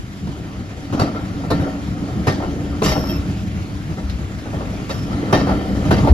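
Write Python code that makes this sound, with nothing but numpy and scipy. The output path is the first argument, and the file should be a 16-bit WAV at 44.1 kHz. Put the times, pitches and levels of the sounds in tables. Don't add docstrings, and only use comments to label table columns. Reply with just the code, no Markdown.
import sys
import numpy as np
from scipy import signal
from scipy.fft import rfft, irfft
from scipy.io import wavfile
from scipy.ndimage import uniform_filter1d

SR = 44100
rng = np.random.default_rng(int(sys.argv[2]) if len(sys.argv) > 2 else 0)


def persist_wave(psi):
    counts = np.round(np.clip(psi, -1, 1) * 32767).astype(np.int16)
    wavfile.write(sys.argv[1], SR, np.atleast_2d(counts).T)


N = 270333

# start_s, knock_db, then above the knock thud_db,
# clack_db, ring_db; dying_s (each band and the ring take a share of it), then two or more favoured ring_hz
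PASSING_BLOWS = [(.27, -35, 16, -16, -20, 0.21, 607, 3040), (.925, -23.5, 9.5, -17, -32, 0.31, 790, 3766),
                 (.972, -32, 13, -20, -20, .12, 750, 1350),
                 (.994, -16.5, 8, -13.5, -12, 0.31, 743, 1190, 4624),
                 (1.074, -28, 8, -22, -14, .15, 750, 1350), (1.148, -27, -6, -24, -8, 0.4, 1350, 2110),
                 (1.434, -28.5, 0, -30, -12, 0.31, 754, 3200),
                 (1.503, -16.5, -8, -13, -19, 0.15, 3618, 4900),
                 (1.511, -13, 2, -22, -18, 0.2, 929, 1357, 1809),
                 (1.596, -31, 18, -32, -27, 0.28, 620, 3200),
                 (1.663, -23.5, -12, -38, -14, 0.27, 630, 3800),
                 (2.083, -30.5, -2, -33, -15.5, 0.21, 624, 2654),
                 (2.268, -15, 5, -13, -13, 0.33, 748, 1830, 3740, 5200),
                 (2.401, -25.5, -11, -24, -8, 0.24, 754, 2130),
                 (2.424, -21, -16, -30, -15, 0.28, 1370, 2654),
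                 (2.819, -12.5, 0, -18.5, -20, 0.2, 1180, 2050), (2.953, -21, 0, -19, -14, 0.45, 620, 3240),
                 (2.975, -27, 0, -20, -14, 0.2, 750, 3200), (3.037, -28, -5, -20, -14, 0.15, 750, 930),
                 (3.067, -29, -5, -18, -10, 0.15, 930, 3800),
                 (3.088, -40.5, 23, -11, 7, 0.4, 2060, 2670, 3200),
                 (3.28, -36, 16, -25, -20, .25, 750, 1350), (3.9, -38, 17, -25, -20, .25, 630, 1350),
                 (3.97, -35, -12, -31, -2, 0.5, 760, 2070), (4.097, -37, 13, 4, -13, 0.05, 3740, 5250),
                 (4.19, -40, 19, -25, -20, .25, 630, 1350), (4.455, -32, 3, -25, -15, .3, 550, 2060),
                 (4.528, -31, 5, -30, -8, 0.56, 630, 2100), (4.606, -26, -10, -24, -17, 0.23, 930, 2070),
                 (4.893, -25.5, 2, -11, -3, 0.2, 549, 2900, 3960),
                 (5.108, -33, 9, -15, -6.5, 0.44, 1326, 3160),
                 (5.326, -9.5, 1, -15, -11, 0.33, 1814, 3160, 3745, 4450, 5873),
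                 (5.398, -22, 7, -18, -14, .2, 750, 1345), (5.467, -19.5, 0, -20.5, -16, 0.33, 754, 3220),
                 (5.489, -15.5, -1, -23.5, -13, 0.22, 750, 930), (5.507, -23, 8, -30, -5, .12, 1365, 750),
                 (5.85, -31, -14, -10.5, -6, 0.73, 617, 2654),
                 (5.907, -13, 5, -14, -14, 0.3, 750, 3200, 4620),
                 (5.965, -24, 9, -15, -12, .3, 2070, 3200, 4620), (5.988, -23, 8, -16, -12, .2, 750, 2070),
                 (6.026, -24, 8, -22, -14, 0.3, 620, 3040), (6.047, -19, 4, -22, -17, 0.2, 925, 3200),
                 (6.071, -13.5, -9, -22, -17, 0.25, 750, 925), (6.108, -22, 10, -20, -16, .2, 750, 1350)]
# pitch_hz, width_hz, level_db
WHEEL_MODES = [(543, 24, -3), (628.7, 13.3, 0.5), (752, 40, -2.5), (929, 18, -8), (1179, 7.2, -13),
               (1352, 11.3, -7.5), (1820, 15.7, -8), (2055, 23, -13), (2670, 7, -21), (2990, 68, -18),
               (3180, 36, -14.5), (3780, 18, -17.5), (3980, 55, -35), (4390, 41, -19.5), (4620, 26, -16.5),
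               (4940, 14, -23), (5210, 23, -18), (5870, 25, -24)]
# pitch_hz, width_hz, level_db
BODY_MODES = [(72, 32, -4), (98.3, 19.2, 1.5), (123.3, 12.7, -4), (158, 9.3, -5), (194.7, 23.5, 0.5),
              (235.3, 17.5, -4), (288.6, 19.3, -10), (317.8, 33, -13)]


def rolling():
    # pitch_hz, level_db (per Hz)
    rumble_colour = [(25, -50), (40, -29), (65, -4), (96, -3), (190, -4.5), (242, -14), (299, -16),
                     (331, -20), (500, -27), (700, -57.5)]
    # pitch_hz, level_db (per Hz)
    roar_colour = [(180, -12.5), (300, -7.5), (480, -15), (728, -18.5), (917, -28), (1380, -23.5),
                   (1550, -33), (2500, -38.5), (3250, -75), (5500, -120)]
    # pitch_hz, level_db (per Hz)
    hiss_colour = [(1200, 0.5), (2000, 1.5), (3500, -2.5), (5500, -7), (7000, -9.5), (9500, -17.5),
                   (12000, -17.5), (14500, -34)]
    # pitch_hz, width_hz, level_db
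    bogie_modes = [(284.8, 22.4, 2), (309, 9.2, -3.5)]
    # time_s, rumble_db, roar_db (before frames and shudder add to it)
    nearness = [(0.0, -33, -44), (0.15, -31, -42), (0.5, -30.5, -37), (0.8, -32.5, -36.5), (0.98, -29, -31),
                (1.25, -24.5, -34), (2.05, -24.5, -32.5), (2.41, -23, -33.5), (2.85, -23.5, -32),
                (3.05, -24, -34), (3.3, -24, -35.5), (3.8, -27.5, -39), (4.4, -27.5, -38.5),
                (4.63, -26.5, -33.5), (4.95, -25, -37), (5.3, -21.5, -25.5), (5.6, -23.5, -29),
                (5.8, -19, -28), (6.13, -15, -29.5)]
    body_hum_db, wheel_ring_db, bogie_hum_db = -0.5, -10, -0.5
    blur = 2.1
    middle_db = -25
    hiss_db, hiss_follows, hiss_grows_db_per_s = -45, 0.1, 0.53

    rumble = noise(rumble_colour, patchy_db=3.0, flicker_db=2.0)
    rumble = evened(rumble + amp(body_hum_db) * hum(BODY_MODES))

    roar = noise(roar_colour, patchy_db=2.5, flicker_db=0.3) * chatter(depth_db=1.27, size=400)
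    roar = roar + amp(wheel_ring_db) * hum(np.multiply(WHEEL_MODES, [1, blur, 1]))
    roar = evened(roar) + amp(bogie_hum_db) * hum(bogie_modes)

    hiss = noise(hiss_colour, patchy_db=1.7, flicker_db=0.96)
    t = np.arange(N) / SR
    rumble_db = curve(nearness, count=1)
    hiss_level_db = hiss_db + hiss_follows * (rumble_db - middle_db) + hiss_grows_db_per_s * t
    roar_gain = np.sqrt(amp(curve(nearness, count=2)) ** 2 + shudder())
    return rumble * amp(rumble_db) + roar * roar_gain + hiss * amp(hiss_level_db)


def shudder():
    below_knock_db, peak_s = -14, 0.066
    starts = np.zeros(N)
    for start_s, knock_db, *_ in PASSING_BLOWS:
        starts[round(start_s * SR)] += amp(knock_db + below_knock_db) ** 2
    u = np.arange(SR // 2) / SR / peak_s
    swell = (u * np.exp(1 - u)) ** 2
    return np.abs(signal.oaconvolve(starts, swell)[:N])


def knocks_and_rings():
    # pitch_hz, level_db (per Hz)
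    knock_colour = [(30, -30), (60, -16), (110, -3.5), (290, 0.5), (500, -4.5), (1000, -12), (2000, -27),
                    (4500, -28.5), (7000, -40), (11500, -76), (13500, -77), (14500, -60)]
    # low_hz, high_hz
    bands_hz = [(0, 350), (350, 900), (900, 1550), (1550, 8000), (8000, 15000)]
    rise_s = [0.012, 0.004, 0.0035, 0.0035, 0.0017]
    lasts = [0.67, 0.65, 0.55, 1.08, 0.67]
    crack_db, crack_s = [-4, 1.5, 2, 2.5, -5], 0.026
    fizz_db, fizz_follows = -12, 1
    rap_db, rap_follows = -4, 0.22
    body_strike_db = -2.5
    ring_lasts, ring_rise_s = 3.2, 0.012

    hz = np.fft.rfftfreq(N, 1 / SR)
    shake = rfft(noise(knock_colour, patchy_db=4.0, flicker_db=3.5) * chatter(depth_db=1.5, size=140))
    bands = np.array([steadied(irfft(shake * ((hz >= low) & (hz < high)), N),
                               size=1300 if low == 0 else 260) for low, high in bands_hz])

    t = np.arange(SR // 3) / SR
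    rise = 1 - np.exp(-t / np.array(rise_s)[:, None])
    crack = 1 + amp(np.array(crack_db)[:, None] - 60 * t / crack_s)
    ring_rise = 1 - np.exp(-t / ring_rise_s)
    ring_end = np.minimum(20 * t[::-1], 1)
    sharp = 0.57 * np.clip(np.log2(np.array(WHEEL_MODES)[:, :1] / 1400), 0, 1.5)

    blows = all_blows()
    luck = rng.standard_normal((len(blows), len(WHEEL_MODES) + len(BODY_MODES), 3))
    ringing = np.zeros((2, N + SR))
    power = np.zeros((len(bands_hz), N + SR))
    for (start_s, knock_db, thud_db, clack_db, ring_db, dying_s, *ring_hz), chance in zip(blows, luck):
        body_chance, wheel_chance = chance[:len(BODY_MODES)], chance[len(BODY_MODES):]
        at = slice(round(start_s * SR), round(start_s * SR) + len(t))

        band_db = np.array([thud_db, 0, rap_db + rap_follows * clack_db, clack_db,
                            fizz_db + fizz_follows * clack_db])[:, None]
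        fall_db = -60 * t / (dying_s * np.array(lasts)[:, None])
        power[:, at] += (rise * crack * amp(knock_db + band_db + fall_db)) ** 2

        ring = struck(wheel(ring_hz, wheel_chance[:, 2]), t, sharp * (clack_db + 21), wheel_chance,
                      damping=0.42, spread=0.12, beats_hz=18.0)
        ring = ring * amp(knock_db + ring_db - 60 * t / (ring_lasts * dying_s))
        thud = struck(BODY_MODES, t, 0, body_chance, damping=1.0, spread=1, beats_hz=10.0)
        thud = thud * amp(knock_db + thud_db + body_strike_db)
        ringing[:, at] += ring_rise * ring * ring_end + rise[0] * thud

    rattle = (bands * np.sqrt(power[:, None, :N])).sum(0)
    return ringing[:, :N] * chatter(depth_db=2.5, size=220) + rattle * chatter(depth_db=1.8, size=90)


def all_blows():
    # start_s, knock_db, then two or more favoured ring_hz
    bites = [(2.841, -16, 1180, 2990), (2.859, -14.5, 1180, 2990, 4900), (2.877, -19, 2070, 2990),
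             (2.891, -14.5, 750, 2990), (2.916, -17, 2070, 4390), (2.932, -22, 1350, 3200)]
    # thud_db, clack_db, ring_db, dying_s
    judder = (-3, -10, -8.5, 0.08)
    return PASSING_BLOWS + [(start_s, knock_db, *judder, *ring_hz) for start_s, knock_db, *ring_hz in bites]


def wheel(ring_hz, chance):
    favour_db, wheels_differ = 8, 0.006
    modes = np.array(WHEEL_MODES, float)
    apart = np.log(np.array(ring_hz) / modes[:, :1])
    nearest = np.abs(apart).argmin(0)
    modes[:, 0] *= 1 + wheels_differ * chance
    modes[nearest, 0] = ring_hz
    modes[nearest, 2] += favour_db
    return modes


def flange():
    # start_s, rasp_db, squeal_hz at the start
    scrapes = [(2.828, -21.5, 5560), (4.888, -33, 5450)]
    # pitch_hz, level_db (per Hz)
    rasp_colour = [(530, -21), (900, -4), (1190, -5), (2310, -9), (2900, -1), (3610, -11), (5460, -9),
                   (7110, -11), (7980, -19), (11400, -17), (14000, -27)]
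    # pitch_hz, width_hz, level_db
    rim_modes = [(11600, 250, -5), (11800, 210, 3.5), (12900, 300, -11), (13900, 270, 2)]
    # time_s, low_squeal_db, high_squeal_db
    squeal_levels = [(2.825, -75, -80), (2.85, -41, -40), (2.9, -34.5, -43), (2.97, -38.5, -45),
                     (3.07, -43, -50), (3.104, -37.5, -37.5), (3.14, -40.5, -53), (3.18, -46, -48),
                     (3.24, -84, -103), (4.9, -80, -90), (4.94, -46.5, -60), (5.03, -47, -62),
                     (5.07, -55, -70), (5.11, -86, -99)]
    rasp_rise_s, rasp_dying_s = 0.016, 0.37
    sag_hz_per_s, wobble_hz, low_width_hz = 650, 30, 260

    t = np.arange(N) / SR
    rasp = noise(rasp_colour, patchy_db=3.5, flicker_db=2.0) * chatter(depth_db=2.0, size=200)
    rasp = steadied(rasp, size=1300)
    rasp_gain = sum(amp(rasp_db) * blow(start_s, rasp_rise_s, rasp_dying_s)
                    for start_s, rasp_db, _ in scrapes)

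    jolts = chatter(depth_db=2.4, size=300)
    slip = rng.standard_normal((2, N)) * jolts
    high = steadied(hum(rim_modes) * jolts, size=1300)

    hz = np.full(N, float(scrapes[0][-1]))
    for start_s, _, squeal_hz in scrapes:
        hz = np.where(t >= start_s, squeal_hz - sag_hz_per_s * (t - start_s), hz)
    hz = hz + wobble_hz * evened(uniform_filter1d(rng.standard_normal(N), size=900))
    low = resonate(resonate(slip, hz, low_width_hz), hz, low_width_hz)
    low = steadied(low, size=1300)
    return (rasp * rasp_gain
            + low * amp(curve(squeal_levels, count=1))
            + high * amp(curve(squeal_levels, count=2)))


def boom():
    # pitch_hz, level_db (per Hz)
    boom_colour = [(18, -62), (32, -27), (50, 2), (75, 3.5), (110, -19), (200, -78)]
    # time_s, level_db
    boom_levels = [(0.0, -43), (0.6, -38), (1.4, -45), (2.1, -42), (2.5, -30.5), (3.1, -29.5), (3.6, -36.5),
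                   (4.45, -27), (5.0, -42), (5.6, -22.5), (5.85, -34.5), (6.13, -11)]
    deep = noise(boom_colour, patchy_db=3.0, flicker_db=3.5) * chatter(depth_db=1.5, size=9000)
    return deep * amp(curve(boom_levels, count=1))


def hum(modes):
    f = np.fft.rfftfreq(N, 1 / SR)
    peaks = sum(amp(db) / (1 + 2j * (f - hz) / width) ** 2 for hz, width, db in modes)
    return evened(irfft(rfft(rng.standard_normal((2, N))) * peaks, N))


def struck(modes, t, favour_db, chance, damping, spread, beats_hz):
    hz, width, db = np.transpose(modes)[:, :, None]
    rate = beats_hz * (1 + 0.2 * chance[:, 1:2])
    beat = 1 - 0.75 * np.cos(2 * np.pi * (rate * t + spread * chance[:, :1]))
    level_db = db + favour_db + (1 + spread) * chance[:, :1]
    size = amp(level_db) * beat * np.exp(-np.pi * damping * width * t)
    return np.array([(size * np.sin(2 * np.pi * (hz * t + chance[:, k, None]))).sum(0) for k in (1, 2)])


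def resonate(x, hz, width):
    turn = np.exp(2j * np.pi * np.cumsum(hz * np.ones(N)) / SR)
    r = np.exp(-np.pi * width / SR)
    return 2 * (turn * signal.lfilter([1 - r], [1, -r], x / turn)).real


def noise(spectrum, patchy_db, flicker_db):
    frames = N // 128 + 5
    patches = uniform_filter1d(rng.standard_normal((frames, 257)), 24, 0)
    patches = evened(uniform_filter1d(patches, 6, 1))
    flicker = evened(uniform_filter1d(rng.standard_normal(frames), 8))[:, None]
    z = rng.standard_normal((2, frames, 257)) + 1j * rng.standard_normal((2, frames, 257))
    z = z * amp(patchy_db * patches + flicker_db * flicker)
    x = signal.istft(z, nperseg=512, noverlap=384, time_axis=1, freq_axis=2)[1][:, :N]
    colour = amp(read(spectrum, np.fft.rfftfreq(N, 1 / SR)))
    return evened(irfft(rfft(x) * colour, N))


def chatter(depth_db, size):
    return amp(depth_db * evened(uniform_filter1d(rng.standard_normal(N), size)))


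def steadied(x, size):
    return x / np.sqrt(np.abs(uniform_filter1d(x ** 2, size)) + 1e-12)


def blow(start, rise_s, dying_s):
    t = np.maximum(np.arange(N) / SR - start, 0)
    return (1 - np.exp(-t / rise_s)) * amp(-60 * t / dying_s)


def amp(db):
    return 10 ** (np.asarray(db) / 20)


def evened(x):
    return x / np.sqrt(np.mean(x ** 2) + 1e-20)


def read(points, hz):
    f, value = np.transpose(points)
    return np.interp(np.log(hz + 1), np.log(f + 1), value)


def curve(rows, count):
    rows = np.asarray(rows)
    return np.interp(np.arange(N) / SR, rows[:, 0], rows[:, count])


def scene():
    return rolling() + knocks_and_rings() + flange() + boom()


def record(dry):
    # pitch_hz, level_db
    width_levels = [(50, -15.5), (150, -15), (300, -15), (600, -9.5), (1200, 1.5), (2000, -1), (4000, -4),
                    (7000, 1.5), (8500, 3), (10200, -1.5), (10800, -23), (12300, -25), (12800, -1),
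                    (14000, -4)]
    # pitch_hz, share
    lean = [(50, 0.22), (150, 0.0058), (600, 0.0049), (1200, 0.3), (3000, -0.097), (8000, 0.058)]
    # pitch_hz, share
    lag = [(100, 0.037), (600, 0.13), (1200, 0.56), (2500, 0.34), (5000, 0.32), (8000, .1)]
    notch_hz, notch_width_hz, notch_db = 8450, 550, -20
    top_hz, top_fall_db_per_khz = 12860, -23
    edge_hz = 14400
    soft_clip = 0.95
    fade_s = 0.003

    hz, t = np.fft.rfftfreq(N, 1 / SR), np.arange(N) / SR
    notch = amp(notch_db * np.exp(-((hz - notch_hz) / notch_width_hz) ** 4))
    top = amp(top_fall_db_per_khz * np.maximum(hz - top_hz, 0) / 1000)
    fade = np.minimum(np.minimum(t, t[::-1]) / fade_s, 1)
    along, sideways = rfft(dry * fade)
    along = along * notch * top
    centre = irfft(along, N)
    across = sideways * amp(read(width_levels, hz)) + along * (read(lean, hz) + 1j * read(lag, hz))
    across = irfft(across, N)

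    pair = np.array([centre + across, centre - across])
    pair = pair / (1 + (pair / soft_clip) ** 4) ** 0.25
    band_limit = signal.firwin(511, edge_hz, window=("kaiser", 9), fs=SR)
    return signal.oaconvolve(pair, band_limit[None], "same")


dry = scene()
out = record(dry)
persist_wave(out)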